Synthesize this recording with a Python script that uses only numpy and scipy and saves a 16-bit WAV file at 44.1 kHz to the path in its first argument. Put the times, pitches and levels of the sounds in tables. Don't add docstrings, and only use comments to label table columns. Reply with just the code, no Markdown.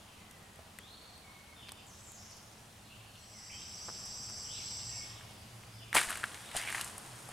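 import sys
import numpy as np
from scipy import signal
from scipy.io import wavfile
from scipy.ndimage import uniform_filter1d

SR = 44100
rng = np.random.default_rng(int(sys.argv[2]) if len(sys.argv) > 2 else 0)


def decibels_to_gain(level_db):
    exponent = np.asarray(level_db, float) / 20
    return 10 ** exponent


def to_wav(sig):
    pcm = np.clip(np.atleast_2d(sig), -1, 1) * 32767
    pcm = np.round(pcm).astype(np.int16)
    wavfile.write(sys.argv[1], SR, pcm.T)


N = 323208

CUTS = [0, 1.862, 5.9285]


def evened(x):
    return x / np.sqrt(np.mean(x ** 2) + 1e-20)


def slow_noise(count, size):
    noise = uniform_filter1d(rng.standard_normal(count), size=size)
    return evened(uniform_filter1d(noise, size=size))


def read(points, hz):
    f, value = np.transpose(points)
    return np.interp(np.log(hz + 1), np.log(f + 1), value)


def curves(rows, t):
    s, *columns = np.transpose(rows)
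    return [np.interp(t, s, c) for c in columns]


def add(mix, s, sound, pan_db=0):
    part = mix[:, round(s * SR):][:, :len(sound)]
    part += sound[:part.shape[1]] * decibels_to_gain(np.array([[pan_db / 2], [-pan_db / 2]]))


def side_share(likeness):
    return np.sqrt((1 - likeness) / (1 + likeness))


def resonate(x, hz, width):
    turn = np.exp(2j * np.pi * np.cumsum(hz * np.ones(len(x))) / SR)
    r = np.exp(-np.pi * width / SR)
    return 2 * (turn * signal.lfilter([1 - r], [1, -r], x / turn)).real


def coloured(x, points):
    level_db = read(points, abs(np.fft.fftfreq(4096, 1 / SR)))
    log_gain = np.log(decibels_to_gain(np.maximum(level_db, -100)))
    taps = np.fft.ifft(np.exp(np.conj(signal.hilbert(log_gain)))).real[:1024]
    return evened(signal.oaconvolve(x, taps[None], axes=1)[:, :N])


SHAKE = slow_noise(SR, 60)


def glide(length, start_hz, end_hz, burr_hz, bend, taper):
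    u = np.linspace(0, 1, int(length * SR) + 2)
    wobble = np.roll(SHAKE, int(start_hz * 7.0))[:len(u)]
    hz = start_hz + (end_hz - start_hz) * u ** bend + burr_hz * 2 * np.tanh(wobble / 2)
    tone = np.sqrt(2) * np.sin(2 * np.pi * np.cumsum(hz) / SR)
    return tone * signal.windows.tukey(len(u), taper) * decibels_to_gain(-3 * u)


# (frequency [Hz], t60 [s])
TRUNKS = [(1500, 0.69), (4000, 1), (9000, 0.67)]


def trees(x, direct_db, likeness, depth, flutter_db):
    taps = np.zeros((2, SR))
    at = np.arange(200, SR - 20, 20) + rng.integers(0, 20, (2, (SR - 201) // 20))
    np.put_along_axis(taps, at, rng.choice([-1., 1.], at.shape), 1)
    hz, t, z = signal.stft(taps, SR, nperseg=256)
    decay = decibels_to_gain(-60 * t / depth / read(TRUNKS, hz)[:, None])
    mid, side = signal.istft(z * decay, SR, nperseg=256)[1]
    side = side_share(likeness) * side
    tail = np.array([mid + side, mid - side])
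    tail = tail / np.linalg.norm(tail[0])
    out = decibels_to_gain(direct_db) * x
    flutter = decibels_to_gain(flutter_db * slow_noise(N, 600))
    edges = [round(s * SR) for s in CUTS] + [N]
    for a, b in zip(edges, edges[1:]):
        echo = signal.fftconvolve(x[:, a:b], tail, axes=1)[:, :b - a]
        out[:, a:b] += echo * flutter[a:b]
    return out


# (time [s], length [s], start [Hz], end [Hz], level [dB])
LOW_BIRD = [(0.2, 0.12, 2080, 1943, -69.5), (0.35, 0.14, 1950, 1860, -72), (1.24, 0.062, 2270, 2180, -59),
            (1.33, .05, 2195, 2185, -64), (1.42, .09, 2190, 2175, -68), (1.53, 0.021, 2050, 1900, -67),
            (3.335, 0.055, 2290, 1960, -64), (3.39, 0.11, 1990, 1890, -70), (3.58, 0.076, 2770, 2710, -68),
            (4.65, 0.13, 2166, 2116, -69), (4.885, 0.04, 1900, 1850, -63.5), (4.985, .03, 1880, 1850, -66),
            (4.92, 0.067, 2210, 2216, -56.5), (4.98, 0.03, 2200, 2196, -58), (5.06, 0.034, 1870, 1840, -65),
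            (5.14, 0.032, 2180, 2210, -72)]
MIDDLE_BIRD = [(0.0, 0.18, 3504, 2486, -68), (0.8, 0.052, 3150, 3450, -64), (0.83, 0.06, 3250, 3900, -59),
               (0.875, 0.045, 4050, 4300, -63), (0.9, 0.058, 4090, 4400, -60),
               (0.939, 0.26, 4410, 4460, -65.5), (1.56, 0.057, 3660, 3490, -59),
               (1.59, 0.056, 3460, 2940, -60), (1.62, 0.07, 3130, 2394, -62),
               (1.78, 0.074, 2650, 3070, -63), (2.83, .08, 4410, 3220, -67), (2.9, 0.05, 2650, 3004, -58),
               (2.97, 0.045, 2906, 2310, -65), (3.11, 0.1, 2900, 3300, -70), (3.497, .015, 1900, 3030, -51),
               (3.51, 0.06, 2950, 3240, -57), (3.56, 0.044, 3130, 2960, -60),
               (3.58, 0.054, 3300, 3950, -61.5), (4.45, 0.086, 2805, 3430, -55),
               (4.51, 0.086, 3330, 4220, -55), (4.52, 0.096, 3200, 2254, -56.5),
               (4.6, 0.087, 4080, 4470, -59), (4.89, 0.067, 2850, 2610, -61), (5.0, 0.12, 2594, 3700, -61),
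               (5.14, .12, 3800, 2700, -63), (5.78, 0.07, 3540, 3440, -63),
               (5.795, 0.088, 3180, 2430, -59.5)]
HIGH_BIRD = [(1.6, 0.2, 5090, 4570, -72), (1.78, 0.068, 5280, 4560, -70), (1.862, 0.091, 7750, 5400, -59),
             (1.98, 0.099, 8200, 7400, -62), (2.042, 0.1, 7320, 7330, -62),
             (2.067, 0.11, 7270, 6260, -58.5), (2.17, 0.1, 4850, 6180, -59.5),
             (2.28, 0.048, 6870, 4600, -58.5), (3.05, 0.2, 4430, 4250, -70), (5.3, 0.12, 5100, 4600, -66),
             (5.62, 0.11, 4600, 4900, -70), (5.72, 0.063, 5360, 4740, -62.5),
             (6.4, 0.12, 3100, 3960, -60.5)]
# (notes, burr of a level note [Hz], added burr [share of the glide])
SINGERS = [
    (LOW_BIRD, 19, .02),
    (MIDDLE_BIRD, 46, 0.245),
    (HIGH_BIRD, 139, 0.111),
]


def far_birds():
    mix = np.zeros((2, N))
    for notes, level_burr_hz, share in SINGERS:
        for s, length, start_hz, end_hz, db in notes:
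            burr_hz = level_burr_hz + share * abs(end_hz - start_hz)
            note = glide(length, start_hz, end_hz, burr_hz, bend=.7, taper=0.14)
            add(mix, s, decibels_to_gain(db + 2.5) * note)
    return trees(mix, direct_db=-5.0, likeness=0.5, depth=1.56, flutter_db=1.8)


TRILL_START, TRILL_END, TRILL_PER_S = 3.1546, 4.977, 12.68


def effort(full_db, shy_db, settle_s, swell_db):
    t = np.arange(N) / SR
    shortfall_db = shy_db * np.exp(-np.maximum(t - TRILL_START, 0) / settle_s)
    stop_db = 230 * np.maximum(t - TRILL_END, 0)
    return full_db - shortfall_db + swell_db * (t - TRILL_END) - stop_db


# (start [syllable], end [syllable], start [Hz], end [Hz], level [dB])
BUZZ = [
    (0.027, 0.36, 4880, 5600, -3),
    (0.31, 0.651, 5540, 5865, -1),
    (0.619, 1.0, 5602, 4700, -4.5),
    (.3, .55, 6050, 6450, -13),
]
WHISTLE = [
    (0.0998, 0.444, 5900, 5600, -9),
    (0.64, 0.876, 8800, 7450, -1),
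    (0.87, 1.06, 8600, 7460, 1.5),
    (0.2, 0.46, 8300, 7500, -7),
    (.56, .7, 8900, 7950, -6),
]
# (full level [dB], shortfall at the start [dB], its time constant [s], swell [dB/s])
BUZZ_EFFORT = (-42, 20, .22, 1)
WHISTLE_EFFORT = (-46.5, 9, 0.34, 3.5)


def trill():
    buzz, whistle = np.zeros((2, 2, N))
    starts = np.arange(TRILL_START, TRILL_END + 1 / TRILL_PER_S, 1 / TRILL_PER_S)
    chance = rng.standard_normal((40, 3))
    for s, (late, sharp, loud) in zip(starts, chance):
        tune = 1 + 0.006 * sharp + .018 * np.exp((TRILL_START - s) / 0.226)
        for mix, parts, burr_hz, bend in ((buzz, BUZZ, 350, .9), (whistle, WHISTLE, 40, .15)):
            for a, b, f0, f1, db in parts:
                note = glide((b - a) / TRILL_PER_S, f0 * tune, f1 * tune, burr_hz, bend, taper=0.16)
                add(mix, s + a / TRILL_PER_S + .002 * late, decibels_to_gain(db + 0.73 * loud) * note)
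    buzz = buzz * decibels_to_gain(effort(*BUZZ_EFFORT) - 0.86)
    whistle = whistle * decibels_to_gain(effort(*WHISTLE_EFFORT) + 2.0)
    return trees(buzz + whistle, direct_db=-6.0, likeness=0.71, depth=0.93, flutter_db=0.5)


# (time of full weight [s], rise [s], grinding [dB], release [dB/s], grit re grinding [dB])
SHOVES = [
    (5.972, 0.033, -23, 420, -5.5),
    (5.952, 0.012, -31, 106, 0.5),
    (6.102, .035, -39.5, 112, -4),
    (6.18, .1, -50.5, 10.5, -4.5),
    (5.7, 0.0085, -46.5, 90, -8),
    (6.57, 0.021, -40, 300, 4.5),
    (6.58, 0.07, -40, 46, -6),
    (6.8, 0.21, -42.5, 144, 1),
    (6.87, 0.056, -58, 250, 9),
    (7.316, .03, -49, 400, -6),
]


def shoves(t):
    stone, grit = decibels_to_gain(-69) ** 2, decibels_to_gain(-55) ** 2
    for s, rise_s, db, release_db, grit_db in SHOVES:
        rise = np.clip(1 + (t - s) / rise_s, 0, 1)
        power = (rise * decibels_to_gain(db - release_db * np.maximum(t - s, 0))) ** 2
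        stone, grit = stone + power, grit + power * decibels_to_gain(grit_db) ** 2
    return np.sqrt(stone), np.sqrt(grit)


def grains(per_s, spread_db, likeness):
    size = decibels_to_gain(spread_db * np.minimum(rng.exponential(1, N), 3.2)) * (rng.random(N) < per_s / SR)
    size = signal.lfilter([1], [1, -.96], size) + 1.17
    mid, side = rng.standard_normal((2, N)) * size
    side = side_share(likeness) * side
    return np.array([mid + side, mid - side])


# (frequency [Hz], level per Hz [dB])
GRAVEL = [(88, -27.5), (150, -29), (203, -19), (239, -5.5), (300, -10), (600, -11), (657, -2), (2230, -2),
          (2960, 1.5), (5500, -9.5), (7150, -44), (12100, -120)]
GRIT = [(2350, -19), (4000, -4.5), (5700, -3.5), (9490, 3), (11500, -8), (15300, -18), (16000, -58)]
# (time [s], left-right [dB], ring of the stones [Hz])
BOOT = [(5.93, -1, 1600), (5.975, 3.5, 1870), (6.08, 2, 1550), (6.5, 2, 1510), (6.6, 4, 2030),
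        (6.68, -3, 2160), (6.81, 4.5, 1700), (6.9, 2, 1080), (7.33, 0.5, 1300)]


def crunch():
    t = np.arange(N) / SR
    (stone, grit), (side_db, ring_hz) = shoves(t), curves(BOOT, t)
    pan_db = .3 * side_db
    grind = coloured(grains(650, 2.4, 0.94), GRAVEL)
    ring = np.array([resonate(resonate(x, ring_hz, 1700), ring_hz, 1700) for x in grind])
    grind = evened(1.1 * grind + ring)
    mix = decibels_to_gain(-2.5) * stone * grind
    mix += decibels_to_gain(-1.86) * grit * coloured(grains(650, 2.3, 0.92), GRIT)
    return mix * decibels_to_gain(np.array([pan_db / 2, -pan_db / 2])) * (t > CUTS[2])


def clicks(rows, turns, bright_t60, rattle_db, low_db, bright_db):
    mix, t = np.zeros((2, N)), np.arange(700) / SR
    chance = rng.standard_normal((len(rows), 700))
    cavity = signal.butter(2, [7200, 11200], "band", fs=SR, output="sos")
    for (s, db, hz, rel_db, pan_db), noise in zip(rows, chance):
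        soft = 1 - np.exp(-t * hz * 4)
        low = soft * np.sin(2 * np.pi * hz * t) * decibels_to_gain(low_db - 60 * t * hz / turns)
        rattle = evened(resonate(resonate(noise, hz, 1800), hz, 1000))
        rattle = soft * rattle * decibels_to_gain(rattle_db - 60 * t / 0.033)
        bright = evened(signal.sosfilt(cavity, noise))
        bright = bright * decibels_to_gain(rel_db + bright_db - 60 * t / bright_t60)
        add(mix, s, decibels_to_gain(db) * (low + rattle + bright), pan_db)
    return mix


# (time [s], peak [dB], low ring [Hz], bright part re peak [dB])
STONES = [(5.929, -28, 1920, -27.5), (5.942, -30, 1400, -23), (5.953, -23.5, 930, 3.5),
          (5.9685, -16, 2280, -13), (5.983, -35, 2140, -19), (6.0132, -32, 1590, 0),
          (6.045, -28, 1520, -12), (6.096, -33, 1190, -7), (6.105, -28, 1470, -3), (6.127, -29, 1880, -10),
          (6.173, -34.5, 1560, -2.5), (6.233, -30, 1600, -21), (6.24, -21, 1590, -24),
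          (6.294, -42, 1700, -11), (6.345, -39, 2430, -6), (6.515, -36, 2160, -15), (6.549, -31, 690, -15),
          (6.566, -30, 3040, 1.5), (6.614, -34, 2350, -9), (6.674, -26, 2260, -23), (6.686, -25, 2200, -24),
          (6.702, -27.5, 1900, -12), (6.726, -28.5, 1830, -11), (6.748, -23, 1860, -28),
          (6.781, -29.5, 1760, -19), (6.812, -32.5, 2470, 1), (6.845, -46, 789, 10),
          (6.98, -44.5, 1050, 6.5), (7.289, -39, 770, -5), (7.327, -19, 1380, -28)]


def clacking_stones():
    rows = [(*row, curves(BOOT, row[0])[0]) for row in STONES]
    return clicks(rows, turns=14.0, bright_t60=0.015, rattle_db=-8.5, low_db=1.0, bright_db=2.0)


# (time [s], peak [dB], ring [Hz], bright part re peak [dB], left-right [dB])
CHIPS = [(5.9299, -23, 1710, -6, 3), (5.9487, -12, 1340, -1, -1), (5.9768, -10, 2210, -11, 5),
         (5.984, -9.5, 2290, -10, 2), (5.9977, -16, 1870, -4, 0), (6.03, -28, 2270, -6, 2),
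         (6.0357, -22, 2010, -9, 0), (6.0884, -22.5, 1740, -11, 2), (6.1171, -23.5, 1250, -6, 1),
         (6.1559, -26, 1830, -6, 2), (6.257, -36, 1560, -6, 2), (6.3524, -33, 1980, -6, 2),
         (6.3744, -35, 1850, -6, 2), (6.4056, -36, 1640, -4, 2), (6.4898, -32, 3080, -6, 2),
         (6.5714, -22, 4050, -1, 4), (6.5922, -28, 2480, -6, 2), (6.6254, -28, 2080, -6, 2),
         (6.6684, -24, 2270, -9, 4), (6.696, -23, 1780, -6, 2), (6.7544, -27, 1680, -6, 2),
         (6.758, -31, 1600, -6, 2), (6.7944, -26, 1160, -8, 0), (6.8114, -24, 2520, -6, 1),
         (6.8614, -32, 1160, -3, 2), (6.898, -38, 1640, -8, 2)]


def stone_chips():
    return clicks(CHIPS, turns=5.9, bright_t60=0.0064, rattle_db=-16, low_db=-1.5, bright_db=-8.5)


def single_swings(rows):
    mix, t = np.zeros((2, N)), np.arange(4000) / SR
    for s, db, hz in rows:
        add(mix, s, decibels_to_gain(db) * np.sin(2 * np.pi * hz * t) * (t * hz < 1))
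    return mix


def dull_rings(rows, t60, trim_db=0):
    mix, t = np.zeros((2, N)), np.arange(4000) / SR
    for s, db, hz in rows:
        add(mix, s, decibels_to_gain(db + trim_db - 60 * t / t60) * np.sin(2 * np.pi * hz * t))
    return mix


# (time [s], peak [dB], frequency
# [Hz])
CRACKS = [(5.9296, -24, 2320), (5.9531, -19, 1500), (5.9669, -16.5, 1300), (5.9835, -13, 2220),
          (6.2394, -23.5, 2620), (6.345, -31, 4500), (6.747, -27, 2100), (6.375, -38, 3000),
          (6.407, -40, 6000), (6.257, -40, 7000), (6.8118, -25, 3500), (5.637, -46, 2500),
          (5.745, -52, 4000)]


def splitting_stones():
    return single_swings(CRACKS)


# (time [s], peak [dB], frequency [Hz])
THUDS = [
    (5.954, -23, 510),
    (5.966, -31, 300),
    (5.946, -36, 970),
    (5.961, -18, 1000),
    (5.969, -20, 845),
    (6.562, -27, 720),
    (7.29, -51, 815),
    (7.321, -33, 880),
]


def heel_thuds():
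    return dull_rings(THUDS, t60=0.017, trim_db=-4.5)


# (time [s], peak [dB], frequency [Hz])
THUMPS = [
    (5.95, -61, 59.7),
    (6.07, -45, 32),
    (6.56, -45, 30),
]


def camera_jolts():
    return dull_rings(THUMPS, t60=.12)


# (time [s], peak [dB], low ring [Hz], bright part re peak [dB], left-right [dB])
TICKS = [(0.311, -61, 700, 10.5, 7), (0.559, -58, 912, 0, 3), (0.592, -48.5, 593, -19, -6),
         (0.787, -40.5, 1930, -4, 6), (1.179, -55, 1020, -4, 3), (1.692, -45, 3240, -5, -8),
         (1.7198, -45, 754, 5, -3.5), (2.119, -54, 724, 3, -7), (2.311, -57, 1110, 2, -1.0),
         (2.369, -62, 700, 7, 4), (2.429, -60, 748, -1, 1.0), (3.039, -57, 2950, -11, 0.0),
         (3.154, -48.5, 3080, -10, 0.5), (3.679, -58, 3180, -5.5, 0.5), (3.989, -58, 886, 3, 0.0),
         (4.059, -51, 830, 0.5, 5), (4.299, -47.5, 1210, -5, 6), (4.432, -54, 738, 0, 1.5),
         (4.959, -55, 2220, 1, 2.5), (5.209, -44, 1770, -25.5, -1.5), (5.309, -56, 705, 1, 3),
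         (5.635, -49, 1500, -13, 3)]


def camera_ticks():
    return clicks(TICKS, turns=4.5, bright_t60=0.0097, rattle_db=-3.5, low_db=9.0, bright_db=6.0)


# (time [s], peak [dB], frequency [Hz])
POPS = [
    (1.6868, -34, 3600),
    (1.6918, -31, 3300),
    (1.7196, -36, 4500),
    (3.8851, -33.5, 1050),
    (3.891, -32, 1150),
    (3.9003, -38, 1100),
]


def snaps_and_drips():
    return single_swings(POPS)


# (time [s], frequency [Hz], level [dB])
DRONE = [(1.87, 112, -63), (2.4, 111, -60.5), (3.0, 109.3, -62.5), (3.85, 112, -58), (5.26, 112.6, -53.5),
         (5.85, 110.4, -54), (6.04, 116.6, -64), (7.24, 122, -55.5)]
# (frequency [Hz], width [Hz], level [dB])
WHINES = [
    (211.6, 6, -71),
    (13200, 90, -81),
]


def hums():
    t = np.arange(N) / SR
    hz, db = curves(DRONE, t)
    out = decibels_to_gain(db - 3) * evened(resonate(rng.standard_normal(N), hz, 4.4)) * (t > CUTS[1])
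    for f, width, level_db in WHINES:
        out += decibels_to_gain(level_db) * evened(resonate(rng.standard_normal(N), f, width))
    return out


# (frequency [Hz], level per Hz [dB])
AIR = [(140, -30), (230, -5), (413, -6), (452, -5.5), (520, -6), (633, -4), (826, -2.5), (886, -6),
       (952, -4.5), (1460, -8), (1970, -8.5), (3070, -7), (4080, -8.5), (9730, -10), (16000, -24.5)]
TRAFFIC = [(12, -42.5), (20, -12), (48, -8.5), (103, 2), (119, -11), (140, -6), (183, -6.5), (211, -7),
           (237, -18), (320, -22), (420, -46), (700, -120)]
# (frequency [Hz], left-right likeness [-1 to 1])
SAME = [(60, 0.99), (130, 1), (290, 0.78), (640, 0.54), (1410, 0.4), (3100, 0.48), (6820, 0.68),
        (15000, 1.0)]
# (leaves [dB], hiss re leaves [dB], traffic [dB])
SHOTS = [
    (-59.5, -6, -59.5),
    (-59.5, -4.5, -58.5),
    (-55.5, -7.5, -58.5),
]
# (time [s], swell [dB])
BREEZE = [(0, 0.5), (2.1, 0), (3.37, -1), (3.98, 2.5), (5.04, 2.5), (5.9, 0.5), (6.5, 0), (7.0, 1.5),
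          (7.33, 0)]


def background():
    frames, hz = N // 512 + 5, np.fft.rfftfreq(2048, 1 / SR)
    a, b, c, d, patches = rng.standard_normal((frames, 1025, 5)).T
    patches = evened(uniform_filter1d(uniform_filter1d(patches, 20, 0), 6, 1))
    t = np.arange(frames) * 512 / SR
    shot = np.searchsorted(CUTS, t, "right") - 1
    leaves_db, hiss_db, traffic_db = np.transpose(SHOTS)[:, shot]
    swell_db = curves(BREEZE, t)[0]
    spread = side_share(np.clip(read(SAME, hz), -.5, 1))[:, None]
    mid, side = a + 1j * b, spread * (c + 1j * d)
    z = np.array([mid + side, mid - side]) / np.sqrt(1 + spread ** 2)
    high = np.clip(np.log2(hz[:, None] / 1500 + 1e-9) / 2, 0, 1)
    air_db = read(AIR, hz)[:, None] + leaves_db + swell_db + high * hiss_db
    air = decibels_to_gain(air_db - 12.5 + 0.8 * patches)
    rumble = decibels_to_gain(read(TRAFFIC, hz)[:, None] + traffic_db + swell_db - 5.5)
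    sound = signal.istft(z * np.hypot(air, rumble), nperseg=2048, noverlap=1536)[1]
    return 27.7 / 27.0 * sound[:, :N]


def scene():
    birds = far_birds() + trill()
    boots = crunch() + clacking_stones() + stone_chips() + splitting_stones() + heel_thuds()
    camera = camera_jolts() + camera_ticks() + snaps_and_drips()
    return birds + boots + camera + hums() + background()


def roll_off(x):
    return signal.sosfilt(signal.butter(12, 16460, fs=SR, output="sos"), x)


def record(dry):
    ceiling = .3
    left, right = ceiling * np.tanh(dry / ceiling)
    mid, side = (left + right) / 2, (left - right) / 2
    side = signal.sosfilt(signal.butter(1, [30, 11000], "band", fs=SR, output="sos"), side)
    edge = signal.firwin(255, 16000, window=("kaiser", 8), fs=SR)
    mix = signal.oaconvolve(np.array([mid + side, mid - side]), edge[None], "same")
    return roll_off(mix)


dry = scene()
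out = record(dry)
to_wav(out)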